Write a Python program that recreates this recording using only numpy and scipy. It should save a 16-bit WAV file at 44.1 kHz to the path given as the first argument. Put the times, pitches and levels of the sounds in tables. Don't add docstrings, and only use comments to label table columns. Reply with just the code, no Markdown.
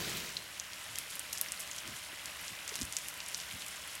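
import sys
import numpy as np
from scipy import signal
from scipy.fft import rfft, irfft
from scipy.io import wavfile

SR = 44100
rng = np.random.default_rng(int(sys.argv[2]) if len(sys.argv) > 2 else 0)


def dump(signal):
    limited = np.clip(np.atleast_2d(signal).T, -1, 1)
    pcm = np.round(limited * 32767).astype(np.int16)
    wavfile.write(sys.argv[1], SR, pcm)


N = 176400
T = np.arange(N) / SR
TOP_HZ = 15900


# time in seconds, simmer level in dB, fizz level in dB.
BOIL_LEVELS = [(0, -44.5, -50), (.4, -50.5, -53), (.68, -49, -51.5), (.9, -49, -50), (1.2, -48.5, -48.5),
               (1.45, -48, -49.5), (1.7, -48, -50.5), (2.05, -48.5, -50.5), (2.45, -47, -49.5),
               (2.62, -47.5, -50), (2.9, -48.5, -48), (3.3, -48, -50), (3.65, -48.5, -50), (4, -48, -49)]
# frequency in Hz, relative level in dB.
SIMMER_SPECTRUM = [(390, -11.5), (520, -10.5), (615, -3), (720, -9.5), (805, -4.5), (870, -10), (965, -2.5),
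                   (1120, -4), (1400, -1.5), (1610, -0.5), (1680, -1.5), (2045, 2), (2200, 0), (2700, 0.5),
                   (3000, 0.5), (3600, -6), (4600, -8.5), (7000, -14)]
FIZZ_SPECTRUM = [(2000, -11), (3500, -2), (4600, -6.5), (5500, -3.5), (6200, -5.5), (7000, -4), (8500, -6),
                 (10000, -5.5), (12300, -9.5), (13500, -15.5), (15500, -48)]
def syrup():
    larger = swarm(per_s=3200, low_hz=440, high_hz=5590, cycles=21.5, spread_db=1.3)
    simmer = colour(larger, SIMMER_SPECTRUM) * curve(BOIL_LEVELS, column=1) * undb(.5 * walk(17))
    tiny = swarm(per_s=2800, low_hz=2510, high_hz=14900, cycles=17, spread_db=2.7)
    ticks = swarm(per_s=63, low_hz=4000, high_hz=14300, cycles=12, spread_db=2.3)
    fizz = colour(tiny + undb(-10.5) * ticks, FIZZ_SPECTRUM) * curve(BOIL_LEVELS, column=2)
    return simmer + flare(ticks) + fizz * undb(1.5 * walk(24.34)) + spray(tiny)


def swarm(per_s, low_hz, high_hz, cycles, spread_db):
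    out = np.zeros(N)
    for when, pitch, size, sign in rng.random((N // 2, 4))[:int(per_s * N / SR)]:
        hz = low_hz * (high_hz / low_hz) ** pitch
        db = spread_db * min(-np.log(1 - size), 3.5)
        amplitude = np.sign(sign - .5) * hz * undb(db)
        add(out, when * N / SR, amplitude * ring(hz, cycles))
    wash = rng.standard_normal(N)
    return unit(out) + wash


def ring(hz, cycles, rise_cycles=.42):
    turns = np.arange(int((cycles + 2) * SR / hz)) * hz / SR
    envelope = (1 - np.exp(-(turns / rise_cycles) ** 2)) * undb(-60 * turns / cycles)
    return envelope / envelope.max() * np.sin(2 * np.pi * turns)


# start in seconds, relative level in dB, pitch in Hz, ring time in cycles.
POP_EVENTS = [(.0959, -26, 7400, 5), (.1711, -21.5, 11500, 1.8), (.2929, -30, 5730, 3.2),
              (.3685, -25.5, 4080, 40), (.3725, -30, 5800, 3.6), (.5986, -22.5, 6340, 12),
              (.7334, -29, 4830, 4.5), (.8415, -32.5, 9200, 5), (.9130, -41, 9130, 35),
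              (.9574, -23.5, 6400, 4), (.9790, -34, 4300, 4), (.9861, -15, 9900, 2),
              (1.1041, -28.5, 9500, 5.1), (1.1102, -32, 7820, 2.7), (1.1550, -26.5, 11800, 9.9),
              (1.1944, -20.5, 8850, 7), (1.2007, -34, 11700, 10), (1.3291, -27, 5800, 7),
              (1.3312, -19.5, 7200, 3.6), (1.3534, -31, 6000, 4.1), (1.3756, -26, 5700, 6.6),
              (1.3831, -24, 7640, 2.8), (1.4132, -9, 11500, 3.8), (1.4615, -34, 2040, 7.3),
              (1.4859, -33.5, 5700, 22), (1.5207, -18.5, 8050, 5.3), (1.5748, -39, 4200, 16),
              (1.6031, -26, 7600, 5.7), (1.6080, -26, 9000, 7), (1.6206, -31, 7800, 5),
              (1.6758, -30.5, 7000, 3), (1.7138, -26.5, 6800, 9), (1.7320, -39, 6270, 38),
              (1.7636, -27, 7300, 3), (1.7824, -28.5, 7000, 4.2), (1.7861, -31, 5600, 19),
              (1.8766, -27, 7100, 2.8), (2.2577, -23, 6930, 2.7), (2.4125, -31, 12500, 7),
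              (2.4812, -27, 5260, 3.4), (2.6786, -24, 6940, 5.6), (2.6921, -26, 6200, 6.7),
              (2.6956, -33, 5700, 8), (2.7415, -29, 5470, 5.6), (2.7558, -18.5, 6600, 1.5),
              (2.7617, -25, 6500, 4.1), (2.7905, -27.5, 4940, 1.7), (2.8026, -30, 10300, 3.5),
              (2.8140, -22.5, 5850, 5.9), (2.8190, -21.5, 6500, 4.1), (2.8304, -26, 7140, 4.8),
              (2.8521, -25.5, 8600, 3.9), (2.9251, -21.5, 7500, 3.4), (2.9347, -32, 6350, 7),
              (2.9676, -16, 6700, 6.6), (2.9740, -32, 5770, 7), (2.9865, -24, 8200, 1.9),
              (3.0851, -19, 9800, 2.1), (3.1018, -32, 12400, 7), (3.1408, -31, 9700, 3.5),
              (3.2040, -26.5, 4400, 3.5), (3.1757, -31, 11100, 3.5), (3.2631, -30, 6700, 8.3),
              (3.2832, -34, 9560, 35), (3.2869, -26.5, 8000, 2.6), (3.3460, -20, 5440, 7.4),
              (3.3790, -32, 8700, 6), (3.4011, -28.5, 5240, 6.5), (3.5115, -31.5, 3240, 5.1),
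              (3.5247, -36, 6980, 14), (3.6215, -31, 3860, 6), (3.6640, -29, 7660, 4.6),
              (3.6815, -30, 8100, 5), (3.6844, -29, 8500, 3.5), (3.7601, -33, 7000, 3.5),
              (3.7674, -38, 7300, 25), (3.8756, -36, 10700, 30), (3.9532, -26, 8050, 3.7)]
# frequency in Hz, gain in dB.
POP_RESPONSE = [(1200, -4), (2800, 3), (3700, 0), (4900, 0), (7000, 0), (9000, 0), (12500, 1), (14000, -3),
                (16000, -6)]
def pops():
    out = np.zeros(N)
    for start, db, hz, cycles in POP_EVENTS:
        pop = undb(db) * ring(hz, cycles)
        add(out, start, pop)
        add(out, start + .00037, scatter(pop, t60_s=.034, db=-6))
        add(out, start + .006, scatter(pop, t60_s=.38, db=-13))
    return undb(5) * shade(out, POP_RESPONSE)


def scatter(x, t60_s, db):
    t = T[:N // 16]
    tail = rng.standard_normal(len(t)) * np.exp(-np.log(1000) * t / t60_s)
    return undb(db) * signal.fftconvolve(x, tail / np.linalg.norm(tail))


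# time in seconds, level in dB.
FLARE_LEVELS = [(0, -41.5), (.18, -42), (.27, -47), (.36, -52), (.46, -59), (.6, -100)]
# frequency in Hz, relative level in dB.
FLARE_SPECTRUM = [(500, -35), (1200, -1.5), (2200, 2.5), (4200, 2.5), (6500, -1.5), (9500, -8.5),
                  (13000, -7.5), (16000, -8)]
def flare(ticks):
    bubbles = swarm(per_s=2600, low_hz=730, high_hz=TOP_HZ, cycles=11.4, spread_db=1.5)
    return colour(bubbles + undb(-11) * ticks, FLARE_SPECTRUM) * curve(FLARE_LEVELS)


# start in seconds, level in dB, decay time constant in seconds.
SPRAY_SPURTS = [(1.328, -44, 0.016), (1.595, -46, 0.016), (2.80, -55, 0.024), (3.075, -56, 0.013),
                (3.37, -50, 0.012), (3.505, -57, 0.019), (3.66, -55, 0.016)]
# frequency in Hz, relative level in dB.
SPRAY_SPECTRUM = [(3000, -38), (5500, -1), (7500, -10), (10000, 8), (12500, 12), (14000, -3), (16000, -14)]
def spray(tiny_bubbles):
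    envelope = sum(undb(db) * (T > start) * np.exp(-np.abs(T - start) / decay)
                   for start, db, decay in SPRAY_SPURTS)
    return envelope * colour(tiny_bubbles, SPRAY_SPECTRUM)


# start in seconds, peak level in dB, pitch in Hz, ring time in cycles.
PLOP_EVENTS = [(2.13, -46.5, 348, 5.7), (2.720, -42, 428, 15), (2.723, -44, 950, 16),
               (2.8154, -33.5, 249, 12), (2.827, -40, 66, 4.3)]
def plops():
    out = np.zeros(N)
    for start, db, hz, cycles in PLOP_EVENTS:
        add(out, start, undb(db) * ring(hz, cycles))
    return out


# time in seconds, level in dB.
FLAME_LEVELS = [(0, -44), (.1, -48), (.25, -51), (.33, -58), (.48, -62), (.6, -100)]
# frequency in Hz, relative level in dB.
FLAME_SPECTRUM = [(20, -21), (45, -3), (90, -7), (165, 4), (260, -5), (380, -2), (600, -7.5), (1200, -19),
                  (3000, -27)]
def flame():
    roar = colour(rng.standard_normal(N), FLAME_SPECTRUM)
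    return roar * curve(FLAME_LEVELS) * undb(walk(41))


# centre in seconds, Gaussian width in seconds, relative level in dB,
# pitch at the centre in Hz.
FLAME_PUFFS = [(0.944, 0.035, -59, 75), (1.898, 0.032, -53.5, 200), (2.522, 0.011, -56.5, 170),
               (2.83, 0.037, -53.5, 171), (3.55, 0.013, -51.5, 203)]
def puffs(fall_octaves_per_s=9.6, width_octaves=.97):
    out = np.zeros(N)
    for hz in np.geomspace(50, 330, 12):
        phase = 2 * np.pi * hz * T
        eddy = unit(walk(hz / 2) * np.sin(phase) + walk(hz / 2) * np.cos(phase))
        for centre, width, db, centre_hz in FLAME_PUFFS:
            near = np.abs(T - centre) < np.pi * width
            offset = T[near] - centre
            octaves = np.log2(hz / centre_hz) + fall_octaves_per_s * offset
            envelope = np.exp(-.5 * ((offset / width) ** 2 + (octaves / width_octaves) ** 2))
            out[near] += .5 * undb(db) * eddy[near] * envelope
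    return out


# frequency in Hz, relative level in dB.
RUMBLE_SPECTRUM = [(20, -30), (35, -27), (55, -1.5), (70, -1), (90, 1.5), (130, -2.5), (180, 2),
                   (240, -10.5), (295, -1.5), (385, -11.5), (600, -3.5), (2000, -16)]
def kitchen():
    hum = sum(undb(db) * unit(np.sin(2 * np.pi * hz * T + 1.06 * walk(7)))
              for hz, db in [(70, -73.5), (179, -80.5)])
    return undb(-57.5) * colour(rng.standard_normal(N), RUMBLE_SPECTRUM) + hum


def undb(db):
    return 10 ** (np.asarray(db) / 20)


def unit(x):
    return x / np.sqrt(np.mean(x ** 2))


def curve(rows, column=1):
    rows = np.array(rows)
    return undb(np.interp(T, rows[:, 0], rows[:, column]))


def shade(x, points):
    hz, db = np.array(points).T
    bin_hz = np.maximum(np.arange(N // 2 + 1) * SR / N, 1)
    gain = undb(np.interp(np.log(bin_hz), np.log(hz), db))
    return irfft(rfft(x) * gain, N)


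def colour(x, points):
    return unit(shade(x, points))


def walk(knots_per_s):
    knots = rng.standard_normal(N // 100)
    return np.interp(T * knots_per_s, np.arange(len(knots)), knots)


def add(out, start_s, sound):
    i = max(int(start_s * SR), 0)
    out[i:i + len(sound)] += sound[:max(N - i, 0)]


def scene():
    return (pops() + syrup() + plops() + flame() + puffs() + kitchen())[None]


def record(dry):
    return signal.sosfilt(signal.ellip(10, .2, 80, TOP_HZ, fs=SR, output="sos"), dry)


dry = scene()
out = record(dry)
dump(out)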